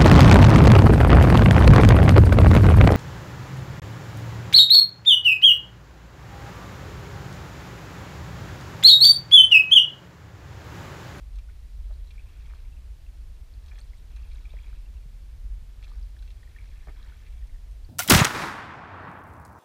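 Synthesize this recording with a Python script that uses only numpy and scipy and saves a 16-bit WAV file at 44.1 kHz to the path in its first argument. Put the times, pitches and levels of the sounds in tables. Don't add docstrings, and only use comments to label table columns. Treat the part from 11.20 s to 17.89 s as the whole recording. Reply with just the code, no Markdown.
import sys
import numpy as np
from scipy import signal
from scipy.fft import rfft, irfft
from scipy.io import wavfile
from scipy.ndimage import uniform_filter1d

SR = 44100
rng = np.random.default_rng(int(sys.argv[2]) if len(sys.argv) > 2 else 0)


def generate_wav(signal):
    frames = np.transpose(np.atleast_2d(signal))
    scaled = np.clip(frames, -1, 1) * 32767
    pcm = np.round(scaled).astype(np.int16)
    wavfile.write(sys.argv[1], SR, pcm)


N = 295029


def undb(db):
    return 10 ** (np.asarray(db) / 20)


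def unit(x):
    return x / np.sqrt(np.mean(x ** 2))


def curve(points):
    t, value = np.transpose(points)
    return np.interp(np.arange(N) / SR, t, value)


def add(out, s, sound):
    i = int(np.clip(s * SR, 0, N - 1))
    out[i:i + len(sound)] += sound[:N - i]


def noise(spectrum):
    hz, db = np.transpose(spectrum)
    f = np.maximum(np.fft.rfftfreq(N, 1 / SR), 1)
    gain = undb(np.interp(np.log(f), np.log(hz), db))
    return unit(irfft(rfft(rng.standard_normal(N)) * gain, N))


def band(hz, width_hz):
    f = np.fft.rfftfreq(N, 1 / SR)
    gain = 1 / (1 + (2 * (f - hz) / width_hz) ** 2)
    return unit(irfft(rfft(rng.standard_normal(N)) * gain, N))


def bubble(hz, swell_s, glide):
    age = np.arange(int(swell_s * SR * 7)) / (swell_s * SR)
    shape = (age * np.exp(1 - age)) ** 1.5
    cycles = hz * swell_s * (age + glide * (age ** 2 / 2 - age))
    return shape * np.sin(2 * np.pi * cycles)


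def bubbles(pitch, spread, per_s, cycles, scatter_db):
    out, pitch = np.zeros(N), np.broadcast_to(pitch, N)
    for when, up, down, size in rng.random((int(per_s * N / SR), 4)):
        detune = np.exp(spread * np.sqrt(6) * (up - down))
        hz = np.clip(pitch[int(when * N)] * detune, 200, 14000)
        add(out, when * N / SR, undb(scatter_db * size) * bubble(hz, cycles / hz, glide=0.034))
    return unit(out)


def blows(table, modes, contact_s, crack, crack_s, crack_hz, detuning):
    out, t = np.zeros(N), np.arange(SR // 8) / SR
    hz, db, t60 = np.transpose(modes)[:, :, None]
    dull = signal.butter(4, min(crack_hz, SR * .45), fs=SR, output="sos")
    for s, peak_db, tilt_db in table:
        mix_db, detune, phase = rng.standard_normal((3, len(hz), 1))
        gain = undb(db + tilt_db * np.log2(hz / 1000) + mix_db)
        decay = np.exp(-np.log(1000) * t / t60)
        tone = np.sin(2 * np.pi * hz * (1 + detuning * detune) * t + np.pi * phase)
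        ring = np.sum(gain * decay * tone, axis=0)
        scuff = np.exp(-t / crack_s) * unit(signal.sosfilt(dull, rng.standard_normal(len(t))))
        onset = 1 - np.exp(-(t / contact_s) ** 2)
        hit = (ring / np.abs(ring).max() + crack * scuff) * onset
        add(out, s, undb(peak_db) * hit / np.abs(hit).max())
    return out


def rebounding(table, gap_s, fall_db, count):
    blows_out = []
    for s, db, tilt in table:
        gaps = gap_s * (.5 + rng.random(count))
        for k in range(count + 1):
            blows_out.append((s + gaps[:k].sum(), db + k * fall_db, tilt))
    return blows_out


# (f/Hz, relative level/dB)
BOOM_SPECTRUM = [(12, -32), (22, -5), (30, -1), (38, -3.5), (44, 3), (50, 0.5), (56, -2.5), (63, -8),
                 (72, -10), (90, -58), (140, -94)]
# (t/s, level/dB)
BOOM_LEVEL = [(0, -44), (.17, -33.5), (.32, -42.5), (.62, -32.5), (.92, -41), (1.45, -39.5), (2.22, -38.5),
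              (2.8, -41), (3.05, -36.5), (4.1, -40.5), (4.32, -34), (4.55, -44), (4.75, -36.5), (5.3, -42),
              (5.62, -36.5), (6.0, -46), (6.08, -36.5), (6.69, -39)]
# (f/Hz, relative level/dB)
DRONE_SPECTRUM = [(30, -14), (55, -5.5), (70, -0.5), (85, -8), (100, -9), (120, -17.5), (150, -21.5),
                  (200, -28.5), (300, -39), (600, -57.5)]


def rumble(steadiness):
    boom = noise(BOOM_SPECTRUM)
    power = uniform_filter1d(uniform_filter1d(boom ** 2, size=SR // 16), size=SR // 24)
    even_boom = unit(boom / np.sqrt(power) ** steadiness)
    return even_boom * undb(curve(BOOM_LEVEL)) + undb(-50) * noise(DRONE_SPECTRUM)


# (f/Hz, relative level/dB)
HISS_SPECTRUM = [(120, -21), (200, -5), (240, -3), (267, -4), (384, -4.5), (428, -5), (1290, -12.5),
                 (1760, -12), (2260, -11.5), (2660, -12.5), (3370, -14), (4840, -15.5), (5490, -17),
                 (9630, -22), (15100, -25)]


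def hiss():
    return undb(-64.5) * noise(HISS_SPECTRUM) + undb(-86) * band(9550, width_hz=490)


def surge(s, length_s, attack_s, release_s):
    t = np.arange(N) / SR
    before, after = np.maximum(s - t, 0), np.maximum(t - s - length_s, 0)
    return np.exp(-before / attack_s - after / release_s)


# (t/s, length/s, trickle level/dB, gurgle level/dB, spray level/dB, pitch of most bubbles f/Hz)
STROKES = [(1.018, .35, -71.5, -72.5, -74.5, 2440), (2.979, .5, -69, -72, -72, 2455),
           (5.38, .68, -67, -75.5, -74.5, 1920)]
STROKE_ATTACK_S, STROKE_RELEASE_S = 0.13, 0.17
PULL_LEAD_S, PULL_DB = 0.45, -2
# (t/s, length/s, gurgle level/dB, spray level/dB)
SPLASHES = [(0.154, 0.031, -76, -74.5), (1.295, 0.035, -68, -82), (2.50, 0.072, -68, -71),
            (4.633, 0.12, -68.5, -70.5), (5.774, 0.11, -65.5, -71)]
SPLASH_ATTACK_S, SPLASH_RELEASE_S = 0.056, 0.072
LAP_TRICKLE_DB, LAP_GURGLE_DB, LAP_SPRAY_DB = -88, -81.5, -80.5


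def flows():
    trickle, gurgle, spray = undb(LAP_TRICKLE_DB), undb(LAP_GURGLE_DB), undb(LAP_SPRAY_DB)
    for s, length_s, trickle_db, gurgle_db, spray_db, _ in STROKES:
        stream = surge(s, length_s, STROKE_ATTACK_S, STROKE_RELEASE_S)
        pull = surge(s - PULL_LEAD_S, PULL_LEAD_S, STROKE_ATTACK_S, STROKE_RELEASE_S)
        trickle = np.hypot(trickle, undb(trickle_db) * stream)
        gurgle = np.hypot(gurgle, undb(gurgle_db) * stream)
        spray = np.hypot(spray, undb(spray_db) * np.maximum(stream, undb(PULL_DB) * pull))
    for s, length_s, gurgle_db, spray_db in SPLASHES:
        splash = surge(s, length_s, SPLASH_ATTACK_S, SPLASH_RELEASE_S)
        trickle = np.hypot(trickle, undb(gurgle_db - 7) * splash)
        gurgle = np.hypot(gurgle, undb(gurgle_db) * splash)
        spray = np.hypot(spray, undb(spray_db) * splash)
    return trickle, gurgle, spray


# (f/Hz, bandwidth/Hz, relative level/dB)
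WATER_RESONANCES = [(1738, 55, 6.5), (2324, 120, 7.5), (2560, 200, 7.5), (3320, 110, 8), (3855, 110, 2.5),
                    (4240, 56, -0.5), (5420, 250, -2)]


def resonate(x):
    out = x
    for hz, width_hz, db in WATER_RESONANCES:
        b, a = signal.iirpeak(hz, hz / width_hz, fs=SR)
        out = out + undb(db) * signal.lfilter(b, a, x)
    return unit(out)


# (multiple of the stroke's pitch, relative spread, relative level/dB)
BUBBLE_FAMILIES = [(1, 0.096, -1.5), (.76, 0.072, -6), (1.3, 0.096, -9), (1.8, 0.11, -10)]


def blades():
    trickling, gurgling, spraying = flows()
    points = []
    for s, length_s, *_, hz in STROKES:
        points += [(s, hz), (s + length_s, hz)]
    pitch = curve(points)
    trickle = np.zeros(N)
    for multiple, spread, db in BUBBLE_FAMILIES:
        trickle += undb(db) * bubbles(pitch * multiple, spread, per_s=300, cycles=2.75, scatter_db=16)
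    gurgle = resonate(bubbles(1258, 0.22, per_s=600, cycles=1.84, scatter_db=22))
    glugs = undb(-9) * bubbles(428, 0.34, per_s=150, cycles=1.1, scatter_db=18)
    spray = resonate(bubbles(4170, 0.15, per_s=650, cycles=2.1, scatter_db=28))
    fizz = undb(-8.5) * bubbles(7300, 0.24, per_s=120, cycles=3.1, scatter_db=30)
    return trickling * resonate(trickle) + gurgling * (gurgle + glugs) + spraying * unit(spray + fizz)


# (t/s, peak level/dB, treble tilt/dB per octave)
CLICKS = [(.157, -54, 12), (.186, -46.5, -6), (.9068, -43, -8), (2.461, -51.5, 10), (2.482, -50, 4),
          (2.587, -44.5, 8), (2.9618, -48.5, 5), (2.9662, -47, -19), (3.116, -49, -5), (4.6265, -45, -16),
          (4.6375, -48, 1), (4.643, -44.5, -2), (4.695, -52, 7), (5.0238, -50.5, 3), (5.0765, -48, -4),
          (5.1045, -45, -2), (6.064, -49, -10), (6.125, -51, -5), (6.271, -55, 20), (6.512, -56, 25)]
# (f/Hz, relative level/dB, 60 dB decay time/s)
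LOCK_MODES = [(1270, -19, 0.0042), (1970, 2.5, 0.0039), (2398, -6.5, 0.039), (2675, -5.5, 0.024),
              (3470, 9.5, 0.0051), (3906, -4.5, 0.028), (4305, -3, 0.019), (5370, -7, 0.013),
              (6230, -12, 0.024), (8300, -11, 0.0038), (8800, -10.5, 0.0067)]


def clicks():
    hits = rebounding(CLICKS, gap_s=0.0048, fall_db=-7.5, count=2)
    return blows(hits, LOCK_MODES, contact_s=0.00058, crack=0.05, crack_s=0.005,
                 crack_hz=8600, detuning=0.0083)


# (t/s, pitch f/Hz, peak level/dB, swell time/ms)
DROPS = [(.288, 1430, -54.5, 2.5), (.705, 630, -53, 2.4), (.739, 4160, -54.5, 0.81), (.873, 4060, -53.5, 1),
         (.980, 2320, -48.5, 2.1), (.994, 2530, -50, 2.1), (1.3358, 1290, -43, 0.52),
         (1.528, 2660, -58.5, 1.8), (1.8645, 2620, -56.5, 1.8), (2.3383, 4230, -52, .6),
         (2.514, 2360, -50, 2.8), (2.556, 2400, -52, 1), (2.603, 8400, -49, .54), (2.6125, 4360, -50, 1.2),
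         (2.734, 2080, -51.5, 1.3), (2.7837, 3700, -54, 0.71), (3.157, 3700, -49.5, 0.69),
         (3.2542, 2380, -49, 1.6), (3.304, 3600, -52, 1.2), (3.3375, 706, -46, 0.8),
         (3.339, 520, -44.5, 1.2), (3.368, 1980, -49.5, 1.3), (3.388, 2350, -48.5, 1.5),
         (3.4433, 2440, -53, 1), (3.529, 1370, -53, 1.2), (4.6803, 4000, -51, .7),
         (4.716, 1160, -52.5, 2.2), (4.8288, 4800, -50, 0.45), (4.9655, 1710, -53, 1.3),
         (4.992, 3890, -51, .8), (5.025, 1500, -57, 2.6), (5.231, 1880, -51, 1.5),
         (5.275, 1880, -54.5, 2.1), (5.362, 1810, -46, 2.1), (5.3857, 2260, -46.5, 1.6),
         (5.8283, 3850, -47, .75), (5.921, 1440, -52, 2.1), (6.648, 4450, -50.5, 0.81)]


def drops():
    out = np.zeros(N)
    for s, hz, peak_db, swell_ms in DROPS:
        add(out, s, undb(peak_db) * bubble(hz, swell_ms / 1000, glide=0.012))
    return out


# (t/s, peak level/dB, treble tilt/dB per octave)
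KNOCKS = [(.297, -52, 20), (.696, -54, -6), (.710, -52, 2), (1.308, -50, 7), (2.519, -49, 25),
          (2.581, -47.5, 18), (5.6702, -43.5, 0), (5.684, -44, 9), (5.689, -44, -7)]
# (f/Hz, relative level/dB, 60 dB decay time/s)
SHAFT_MODES = [(373, -1, 0.031), (510, -6, 0.03), (634, -1.5, 0.027), (782, -4, 0.047), (990, -8, 0.022),
               (1240, -0.5, 0.011), (1430, -14, 0.014), (1740, -7.5, 0.021), (1940, -10, 0.0098),
               (2150, -16, 0.017), (2480, -29, .012)]


def knocks():
    hits = rebounding(KNOCKS, gap_s=.008, fall_db=-7, count=2)
    return blows(hits, SHAFT_MODES, contact_s=0.00044, crack=0.14, crack_s=0.017,
                 crack_hz=2300, detuning=0.019)


# (t/s, peak level/dB, treble tilt/dB per octave)
THUMPS = [(.57, -52.5, 9), (1.24, -52, 12), (3.04, -52, -8), (3.336, -46.5, 1.5), (3.854, -43, 4),
          (4.243, -43, 2), (4.303, -53, 5), (4.419, -49, 2), (4.81, -53, -2), (5.675, -47, 7)]
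# (f/Hz, relative level/dB, 60 dB decay time/s)
HULL_MODES = [(109, 0, 0.16), (141, 9.5, 0.063), (175, -3, 0.06)]


def thumps():
    return blows(THUMPS, HULL_MODES, contact_s=0.0044, crack=.03, crack_s=.006,
                 crack_hz=190, detuning=0.042)


DRIPS_PER_S, DRIP_DB, DRIP_SWELL_S = 11, -57, 0.0016
DRIP_AFTER_S, DRIP_FADE_DB_PER_S = .35, 12


def drips():
    out = np.zeros(N)
    for s, length_s, *_, hz in STROKES:
        span_s = length_s + DRIP_AFTER_S
        for when, pitch, size in rng.random((int(DRIPS_PER_S * span_s), 3)):
            fade_db = DRIP_FADE_DB_PER_S * max(when * span_s - length_s, 0)
            db = DRIP_DB + 5 * (size - .5) - fade_db
            drip = bubble(hz * (1 + .2 * (pitch - .5)), DRIP_SWELL_S, glide=0.018)
            add(out, s + when * span_s, undb(db) * drip)
    return out


def boat(x, tail_s, wet_db):
    t = np.arange(SR // 10) / SR
    echo = rng.standard_normal(len(t)) * np.exp(-t / tail_s) * (t > .003)
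    return x + undb(wet_db) * signal.fftconvolve(x, echo / np.linalg.norm(echo))[:N]


def scene():
    background = rumble(steadiness=0.43) + hiss()
    water = blades() + drops() + drips()
    oars = clicks() + knocks() + thumps()
    return (background + boat(water + oars, tail_s=0.006, wet_db=-11))[None]


def record(dry):
    low_pass = signal.ellip(10, .2, 80, 15100, fs=SR, output="sos")
    return signal.sosfilt(low_pass, dry)


dry = scene()
out = record(dry)
generate_wav(out)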